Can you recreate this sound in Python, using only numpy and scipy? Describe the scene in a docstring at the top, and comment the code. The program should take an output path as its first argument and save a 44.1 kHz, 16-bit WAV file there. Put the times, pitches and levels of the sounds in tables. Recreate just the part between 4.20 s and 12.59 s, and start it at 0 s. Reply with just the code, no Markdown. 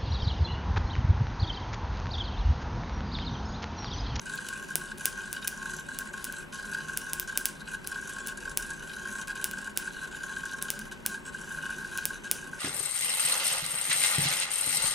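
"""In a small room, a toothed copper wheel on rectified mains current dips through mercury on a wooden base.
Impulses at the sparks, where a tooth leaves the mercury, excite housing, body and base resonances.
Each current hump, a hundred a second, jolts the axle in its brass fork: noise and impulses ring the frame
near 1.5 kHz and make the wheel chatter; clear knocks and soft singing swells of the fork stand out.
The room adds echoes, hum and rumble; hiss, narrow drones and a camcorder's faint tick lie underneath."""
import sys
import numpy as np
from scipy import signal
from scipy.fft import rfft, irfft, next_fast_len
from scipy.io import wavfile
from scipy.ndimage import uniform_filter1d

SR = 44100
rng = np.random.default_rng(int(sys.argv[2]) if len(sys.argv) > 2 else 0)


def pcm_store(signal):
    """Save signal as 16-bit PCM."""
    levels = np.round(np.clip(np.atleast_2d(signal), -1, 1) * 32767)
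    wavfile.write(sys.argv[1], SR, levels.astype(np.int16).T)


N = 369999

# spectral shape of the room's hum in the centre: pitch_hz [Hz], shape_db [dB per Hz, relative]
HUM_MID_SHAPE = [(20, -24), (55, -3), (115, -7.5), (180, -0.5), (290, -6.5), (430, -9), (700, -15),
                 (950, -8), (1200, -43)]
# spectral shape of the hum that differs between the channels: pitch_hz [Hz], shape_db [dB per Hz, relative]
HUM_SIDE_SHAPE = [(20, 2), (35, -5), (120, 0.5), (280, -0.5), (1200, -10.5), (2300, -13.5), (3450, -15.5),
                  (3600, -56)]
# spectral shape of the microphone hiss: pitch_hz [Hz], shape_db [dB per Hz, relative]
HISS_SHAPE = [(600, -38), (1000, 10), (3500, -3), (9000, -18), (12000, -11), (16000, -27)]
HUM_MID_DB, HUM_SIDE_DB, HISS_DB = -53, -51, -57  # rms
# narrow drones of the room and the camcorder: pitch_hz [Hz], width_hz [Hz], level_db [dB rms]
DRONE_BANDS = [(153.9, 3, -58.5), (210.8, 10.8, -56), (252.6, 16, -61.5), (364.8, 13, -59.5),
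               (399.4, 5.7, -63), (501.7, 1.36, -71.5), (576.6, 10.4, -66.5)]

HUMP_HZ, HUMP_START_S = 100.03, .005
# chance scatter from hump to hump of the jolt and of the chatter
JOLT_SCATTER_DB, SCRAPE_SCATTER_DB = 4, 3.5
# gain of the buzz between knocks: time_s [s], gain_db [dB]
BUZZ_GAIN = [(0, -44.5), (0.26, -42), (0.72, -44.5), (1.1, -44), (1.45, -43), (1.82, -43), (2.15, -44),
             (2.55, -41.5), (3.2, -43.5), (3.48, -44), (3.75, -42.5), (4.15, -41.5), (4.58, -44),
             (5.0, -41.5), (5.35, -44), (5.7, -43), (6.24, -40.5), (6.72, -46), (6.98, -44), (7.45, -43),
             (7.8, -42.5), (8.39, -45)]
# dips of the buzz that end at once: start_s [s], end_s [s], depth_db [dB, reached if the dip lasts 21 ms]
BUZZ_PAUSES = [(0.0, 0.055, -8.5), (0.436, 0.478, -7), (0.714, 0.775, -11), (1.183, 1.213, -10),
               (1.614, 1.686, -7.5), (1.889, 1.93, -15), (2.23, 2.321, -15), (3.024, 3.074, -10),
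               (3.291, 3.395, -10), (3.409, 3.455, -13), (3.552, 3.64, -10.5), (3.642, 3.665, -15),
               (4.12, 4.169, -12.5), (4.181, 4.2, -20), (4.226, 4.244, -17), (4.293, 4.365, -7),
               (5.031, 5.074, -16), (5.116, 5.15, -16), (5.473, 5.495, -20), (5.508, 5.558, -15),
               (5.697, 5.715, -17), (5.883, 5.91, -15), (6.34, 6.369, -9), (6.384, 6.412, -17),
               (6.684, 6.712, -24), (6.736, 6.773, -11), (6.763, 6.85, -12), (6.973, 7.052, -14.5),
               (7.098, 7.123, -35), (7.963, 8.036, -13), (8.284, 8.313, -18)]
BEARING_HZ = 1550  # the bearing passes force best around this
# close modes of the frame: pitch_hz [Hz], width_hz [Hz], gain_db [dB, relative]
FRAME_MODES = [(1471.3, 125, -0.5), (1541, 58.7, 7), (1627, 63, 3.5), (1658.3, 140, -6)]
# slender modes of the fork that ring on: pitch_hz [Hz], width_hz [Hz], gain_db [dB, relative]
FORK_MODES = [(902.5, 46, -15), (1078, 34.3, -3.5), (1320, 13, -11.5), (1880, 48, -17.5)]
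# upper modes of wheel and fork: pitch_hz [Hz], width_hz [Hz], gain_db [dB, relative]
WHEEL_MODES = [(2532, 183, 5), (2922, 68, 10), (3138, 103, 5.5), (3437, 47, 5), (3720, 83, 4.5),
               (4004, 163, 5), (4794, 450, 0.5), (5533, 123, 2), (6140, 330, 4.5), (6923, 130, 7.5),
               (7200, 200, 3.5), (7880, 760, 4.5), (8900, 1750, -4), (9570, 154, 5), (10520, 650, 1),
               (12300, 2900, -18)]

# the tick repeats a bar of uneven beats
TICK_BAR_S, TICK_START_S = .18008, .031
# beats within the bar: start_s [s]
TICK_BEATS = [0, .04, .08, .14]
TICK_DB, TICK_SCATTER_DB = -49, 4  # typical peak, and its chance scatter

# clear knocks of the axle: start_s [s], ring_db [dB peak], chatter_db [dB against the ring, before a 4 dB cut]
AXLE_KNOCKS = [(0.1158, -32, -17), (0.134, -30, -32), (0.184, -30, -27), (0.1976, -32, -24),
               (0.2648, -31.5, -6), (0.286, -32.5, -1.5), (0.3032, -31, -16), (0.3253, -29, -14),
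               (0.6131, -28.5, -12), (0.7149, -32.5, -18), (0.8075, -31, -5), (0.9734, -30.5, -14),
               (0.9853, -29.5, -17), (1.016, -32, -9), (1.074, -32, -20), (1.135, -32, -4),
               (1.3242, -29.5, -24), (1.4258, -27.5, -11), (1.4555, -25.5, -14.5), (1.4948, -27.5, -10),
               (1.5338, -30, -7), (1.6855, -28.5, -12.5), (1.7135, -31, -29), (1.794, -30, -15),
               (1.815, -28.5, -23), (1.936, -28.0, -13), (1.9756, -30.5, -8.5), (2.095, -30.0, -26),
               (2.1829, -31, -15), (2.2053, -33, -18), (2.394, -29.5, -17), (2.4427, -31.5, -26),
               (2.5242, -29, -16), (2.5452, -26, -14), (2.564, -30, -25), (2.5822, -27.5, -24),
               (2.6838, -32.5, -6.5), (2.6931, -26.5, -16), (3.0248, -27.5, -14), (3.123, -29, -13),
               (3.2083, -29.5, -13), (3.7562, -25, -17), (3.783, -29, -17), (3.8224, -31.5, -20),
               (3.9634, -28, -13), (3.983, -27.5, -22), (4.121, -30.5, -16), (4.253, -29, -12),
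               (4.2747, -30, -19), (4.3135, -29, -9.5), (4.4045, -29.5, -13), (4.513, -30.5, -18),
               (4.853, -27, -16.0), (4.8723, -28.0, -17), (4.953, -26.5, -14), (5.093, -27.5, -17),
               (5.155, -28.5, -10), (5.253, -28, -15), (5.3328, -29.5, -13), (5.371, -29, -14),
               (5.385, -28.5, -13), (5.463, -30.5, -14), (5.4735, -28, -16), (5.631, -31, -19),
               (5.8246, -29.5, -21), (6.0864, -34, -22), (6.1219, -30, -17), (6.191, -34, -16),
               (6.233, -29, -14), (6.262, -31.5, -14), (6.3418, -27.5, -29), (6.4513, -31.0, -9.0),
               (6.722, -30.5, -7), (6.8522, -31, -17), (6.9424, -28, -11), (7.3136, -28.5, -21),
               (7.3436, -30, -14.0), (7.3829, -27.5, -21), (7.4327, -29.5, -27), (7.452, -30.5, -16),
               (7.462, -28, -13), (7.49, -29, -20), (7.501, -31.0, -12), (7.582, -31, -19),
               (7.609, -31.5, -14), (7.624, -30, -18), (7.7527, -29, -12), (7.7715, -36, -11),
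               (7.821, -33, -16), (7.9029, -29, -16), (8.043, -32, -8), (8.3297, -28, -30)]

# sparks: start_s [s], level_db [dB], then against that level:
# lower_housing_db [dB], body_db [dB], base_knock_db [dB]
SPARK_EVENTS = [(0.1555, -26, 1, -26, -18.0), (0.288, -23.5, 5, -5, -18.0), (0.556, -3.5, 2.5, -17, -7.5),
                (0.7836, -30.5, 8, -9, -18.0), (0.8564, -0.5, -1, -14, -14), (1.1292, -12.5, 2, -13, -14),
                (1.2749, -16.5, 6, -6, -22), (1.2765, -10.5, -14, -13.5, -23), (1.279, -7, 1.5, -12.5, -28),
                (1.7882, -10.5, 0.0, -14.5, -18), (2.0434, -11, -1.5, -16, -27),
                (2.0515, -23, 6.0, -9, -18.0), (2.125, -23, 5.5, -10.0, -18.0),
                (2.7743, -7.5, 3, -13.5, -18), (2.9337, -8.5, 2.5, -12.5, -12), (2.9984, -4, -34, -17, -31),
                (3.1754, -2, 0.5, -15, -16), (3.2563, -1, -2.5, -14, -31), (3.674, -16.5, 8, -10.5, -16),
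                (4.0729, -13.5, 1.5, -15, -23), (4.0836, -24, 8, -8, -18.0),
                (4.374, -3.5, 1.5, -13.5, -11.5), (5.0737, -32.0, 7.0, -3, -18.0),
                (5.0824, -26.5, 2, -5, -18.0), (5.2431, -5, 2, -12, -33), (5.3127, -17.5, -5, -11, -16),
                (5.5746, -4.5, 1, -12, -14.5), (6.4254, -15.5, 10.5, -10, -12),
                (6.5036, -5.5, -1, -12.5, -14), (6.592, -22.5, 0, -9, -20), (6.594, -28, 6, -12.0, -18.0),
                (6.863, -2.5, -2, -15, -13.0), (7.7757, -14.5, 1.0, -10, -21), (7.855, -3.5, 0, -15, -13.5),
                (8.1139, -1.0, 1, -14, -14)]
# a spark's bounces off magnet and base: delay_ms [ms], gain [ratio, negative when inverted]
SPARK_BOUNCES = [(.34, 0.26), (0.401, 0.14), (.50, -0.023), (.80, 0.053), (1.2, -0.0064)]
# resonances of the microphone housing: pitch_hz [Hz], width_hz [Hz], gain_db [dB, relative]
HOUSING_MODES = [(10790, 1100, 15), (13200, 740, 8), (14650, 1300, 11)]

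# swells of the fork's main mode: start_s [s], length_s [s], level_db [dB rms over the swell]
FORK_SINGS = [(0.2, 0.29, -55), (1.356, 0.19, -49), (1.927, 0.15, -54), (2.325, 0.074, -52),
              (2.843, 0.22, -55), (3.89, .17, -61.5), (4.91, 0.35, -57), (6.217, 0.091, -50.5),
              (6.884, 0.077, -54.5), (7.39, 0.21, -58)]

# echoes off near surfaces: delay_ms [ms], gain_db [dB], top_hz [Hz]
WALL_ECHOES = [(5.6, -16.5, 5500), (8.8, -20, 6470)]
# decay time of the tail; gain of its noise before filtering; further gain of its part unlike between channels
ROOM_T60_S, ROOM_DB, ROOM_SIDE_DB = 0.3, -37.5, -7

LEFT_DB = .95  # left against right, below about 3.5 kHz
TOP_HZ = 16500


def undb(db):
    """Logarithmic amplitude scale: decibels to gain."""
    return 10 ** (np.asarray(db, float) / 20)


def level(x, db):
    """Mean-square power: scale a signal to the given rms level."""
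    return x * undb(db) / np.sqrt(np.mean(x ** 2))


def ring(x, modes):
    """Modal superposition: resonances with dB gain at the centre, neighbours in opposite phase."""
    out = 0
    for k, (pitch_hz, width_hz, gain_db) in enumerate(modes):
        b, a = signal.iirpeak(pitch_hz, pitch_hz / width_hz, SR)
        out = out + (-1) ** k * undb(gain_db) * signal.lfilter(b, a, x)
    return out


def strikes(start_s, size):
    """Impulsive excitation: impulses of given size at the given times."""
    out = np.zeros(N)
    index = np.clip((np.asarray(start_s) * SR).astype(int), 0, N - 1)
    np.add.at(out, index, size)
    return out


def fade(x, rise_s, fall_s):
    """Exponential relaxation: smear impulses into bumps of peak 1 that rise and die away."""
    t = np.arange(int(8 * fall_s * SR)) / SR
    bump = (1 - np.exp(-t / rise_s)) * np.exp(-t / fall_s)
    return np.abs(signal.fftconvolve(x, bump / bump.max())[:N])


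def wander(db):
    """Slow random modulation: a gain that drifts several times a second by db rms."""
    drift = uniform_filter1d(rng.standard_normal(N), size=2500)
    drift = uniform_filter1d(drift, size=2500)
    return undb(level(drift, 0) * db)


def coloured(points, db):
    """Spectral shaping: steady noise whose spectrum follows the points, set to an rms level."""
    pitch_hz, shape_db = np.transpose(points)
    size = next_fast_len(N)
    f = np.maximum(np.arange(size // 2 + 1) * SR / size, 1)
    gain = undb(np.interp(np.log(f), np.log(pitch_hz), shape_db, -90, -90))
    noise = rng.standard_normal(size)
    return level(irfft(rfft(noise) * gain, size)[:N], db)


def drones():
    """Narrow-band noise: each resonance filters noise into a drone of drifting strength."""
    out = 0
    for pitch_hz, width_hz, level_db in DRONE_BANDS:
        band = ring(rng.standard_normal(N), [(pitch_hz, width_hz, 0)])
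        out = out + level(wander(2.4) * band, level_db)
    return out


def rumble():
    """Low resonance under random force: narrow rumble near 35 Hz with one swell of 11 dB."""
    swell_db = 11 * np.exp(-((np.arange(N) / SR - 4.38) / .18) ** 2)
    low_noise = ring(rng.standard_normal(N), [(35.0, 7.8, 0)])
    return undb(swell_db) * level(low_noise, -59.0)


def looseness():
    """Amplitude modulation: gain of the buzz over time, sinking into each pause."""
    t = np.arange(N) / SR
    db = np.interp(t, *np.transpose(BUZZ_GAIN))
    for start_s, end_s, depth_db in BUZZ_PAUSES:
        db += depth_db * np.clip((t - start_s) / 0.021, 0, 1) * (t < end_s)
    return undb(db)


def frame(force):
    """Coupled resonators: the bearing filters the force on the frame; twice-filtered fork modes add to it."""
    fork = 0
    for pitch_hz, width_hz, gain_db in FORK_MODES:
        once = ring(force, [(pitch_hz, width_hz, 0)])
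        fork = fork + ring(once, [(pitch_hz, width_hz, gain_db)])
    through_bearing = ring(force, [(BEARING_HZ, 330, 0)])
    return ring(through_bearing, FRAME_MODES) + fork


def buzz(when_s, jolt_db, loose):
    """Periodic forced vibration: each hump pushes noise and one impulse into the frame."""
    push = fade(strikes(when_s, undb(jolt_db)), 0.00023, 0.0031) + 0.2
    shake = push * rng.standard_normal(N) + strikes(when_s, undb(jolt_db + 25.0))
    # the pauses act on the force, so the frame rings on into them
    return frame(loose * shake) * undb(1.0) / np.std(frame(shake))


def chatter(when_s, jolt_db, lucks, loose):
    """Frictional contact noise: many tiny contacts during each push, with a tick at its start."""
    out = 0
    # the lower and the upper modes are set off unevenly from hump to hump
    for modes, luck in zip((WHEEL_MODES[:7], WHEEL_MODES[7:]), lucks):
        scrape_db = jolt_db + SCRAPE_SCATTER_DB * luck
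        scrape = fade(strikes(when_s, undb(scrape_db)), 0.0003, 0.0055) + 0.34
        grit = rng.standard_normal(N) * undb(3.7 * rng.standard_normal(N))
        ticks = strikes(when_s, undb(scrape_db + 20.5))
        force = loose * (scrape * grit + ticks)
        # as the wheel turns, each mode comes and goes
        for k, mode in enumerate(modes):
            out = out + (-1) ** k * wander(2.3) * ring(force, [mode])
    return level(out, -49)


def knocks():
    """Impact response: each blow rings the frame with either sign and sets off a burst of chatter."""
    start_s, ring_db, chatter_db = np.transpose(AXLE_KNOCKS)
    blow = frame(np.eye(1, 8192)[0])
    sign = np.sign(rng.standard_normal(len(start_s)))
    blows = strikes(start_s - .0008, sign * undb(ring_db))
    ringing = signal.fftconvolve(blows, blow / np.abs(blow).max())[:N]
    burst = fade(strikes(start_s - .001, undb(ring_db + chatter_db)), 0.00087, 0.0062)
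    return ringing + burst * level(ring(rng.standard_normal(N), WHEEL_MODES), -4.0)


def singing():
    """Frequency-modulated sine: soft swells of the fork's main mode, its pitch wavering by 11 Hz rms."""
    t = np.arange(N) / SR
    waver_hz = level(uniform_filter1d(rng.standard_normal(N), size=1200), 20.77)
    gain = 0
    for start_s, length_s, level_db in FORK_SINGS:
        gain = gain + undb(level_db) * np.sin(np.pi * np.clip((t - start_s) / length_s, 0, 1))
    phase = 2 * np.pi * np.cumsum(FORK_MODES[1][0] + waver_hz) / SR
    return 2 * gain * np.sin(phase)


def axle():
    """Excitation by current humps: each jolts the axle by a chance amount; knocks and singing are added."""
    humps_s = np.arange(HUMP_START_S, N / SR, 1 / HUMP_HZ)
    chance = rng.standard_normal((4, len(humps_s)))
    when_s = humps_s + 0.0005 * chance[0]
    jolt_db = JOLT_SCATTER_DB * chance[1]
    loose = looseness()
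    driven = buzz(when_s, jolt_db, loose) + chatter(when_s, jolt_db, chance[2:], loose)
    return driven + knocks() + singing()


def camera_tick():
    """Damped impulse response: two modes, each filtered twice, tick faintly in a limping rhythm."""
    bars_s = np.arange(TICK_START_S, N / SR - TICK_BAR_S, TICK_BAR_S)
    start_s = np.ravel(bars_s[:, None] + TICK_BEATS)
    scatter_db = TICK_SCATTER_DB * rng.standard_normal(len(start_s))
    modes = [(1990, 150, 0), (3050, 220, -5)]
    one = ring(ring(np.eye(1, 2048)[0], modes), modes)
    return signal.fftconvolve(strikes(start_s, undb(TICK_DB + scatter_db)), one / np.abs(one).max())[:N]


def sparks():
    """Impulse response with reflections: a snap and its bounces ring housing, broad body and wooden base."""
    start_s, level_db, lower_db, body_db, base_db = np.transpose(SPARK_EVENTS)
    hz = np.arange(129) * SR / 256
    # each bounce is a delay, written as a phase turn in the spectrum
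    bounces = sum(gain * np.exp(-2j * np.pi * hz * ms / 1000) for ms, gain in SPARK_BOUNCES)
    snap = irfft(1 + bounces)
    lower, *uppers = (ring(snap, [mode]) for mode in HOUSING_MODES)
    upper = sum(uppers)
    housing_peak = np.abs(lower + upper).max()
    body = -ring(snap, [(4750, 8000, 4.6)])
    base_knock = -ring(snap, [(535, 1550, -2.0)])
    # body and base are both scaled by the body's peak within 2-5 kHz
    band = signal.butter(2, [2000, 5000], "band", fs=SR)
    body_peak = np.abs(signal.lfilter(*band, body)).max()
    parts = [(0, upper / housing_peak), (lower_db, lower / housing_peak),
             (body_db, body / body_peak), (base_db, base_knock / body_peak)]
    out = 0
    for part_db, part in parts:
        hits = strikes(start_s - 5 / SR, undb(level_db + part_db))
        out = out + signal.fftconvolve(hits, part)[:N]
    return out


def room(x):
    """Reflection and reverberation: two dull echoes, then a dense noise tail whose treble dies first."""
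    t = np.arange(int(.5 * SR)) / SR
    fall = np.exp(-np.log(1000) * t / ROOM_T60_S) * (1 - np.exp(-t / 0.0003))
    out = 0
    for delay_ms, gain_db, top_hz in WALL_ECHOES:
        delayed = np.roll(x, int(delay_ms * SR / 1000))
        out = out + undb(gain_db) * signal.lfilter(*signal.butter(2, top_hz, fs=SR), delayed)
    # contact is made at ever other spots, so the tail's fine pattern keeps changing among four
    for k in range(4):
        share = np.maximum(np.cos(2 * np.pi * (np.arange(N) / SR / .31 - k / 4)), 0)
        low, high, side = rng.standard_normal((3, len(t))) * fall * undb(ROOM_DB)
        low = signal.lfilter(*signal.butter(4, 9500, fs=SR), low)
        high = signal.lfilter(*signal.butter(1, [10000, 16000], "band", fs=SR), high)
        mid = low + high * np.exp(-t / 0.031) * undb(1.0)
        # the channels differ only in the tail's lower part
        side = signal.sosfilt(signal.ellip(8, .5, 60, 3500, fs=SR, output="sos"), side)
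        side = undb(ROOM_SIDE_DB) * side
        out = out + np.array([signal.fftconvolve(share * x, mid + sign * side)[:N] for sign in (1, -1)])
    return out


def scene():
    """Mid-side superposition: the wheel in the middle; side hum and ticks opposed between the channels."""
    hum_and_hiss = coloured(HUM_MID_SHAPE, HUM_MID_DB) + coloured(HISS_SHAPE, HISS_DB)
    background = hum_and_hiss + drones() + rumble()
    metal = axle()
    side = coloured(HUM_SIDE_SHAPE, HUM_SIDE_DB) + camera_tick()
    snap = sparks()
    # sparks reach the left channel a little earlier (slope term) and louder
    side = side + undb(-23) * np.gradient(snap) + undb(-28) * snap
    mid = snap + metal + background
    return mid + side * np.array([[1], [-1]]) + room(snap + undb(-2) * metal)


def record(dry):
    """Linear filtering: the left channel is a little stronger below the treble; a low-pass cuts the top."""
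    low = signal.sosfiltfilt(signal.ellip(8, .5, 60, 3500, fs=SR, output="sos"), dry)
    balance_db = np.array([[LEFT_DB], [-LEFT_DB]]) / 2
    tilted = dry + (undb(balance_db) - 1) * low
    return signal.sosfilt(signal.ellip(8, .2, 70, TOP_HZ, fs=SR, output="sos"), tilted)


dry = scene()
out = record(dry)
pcm_store(out)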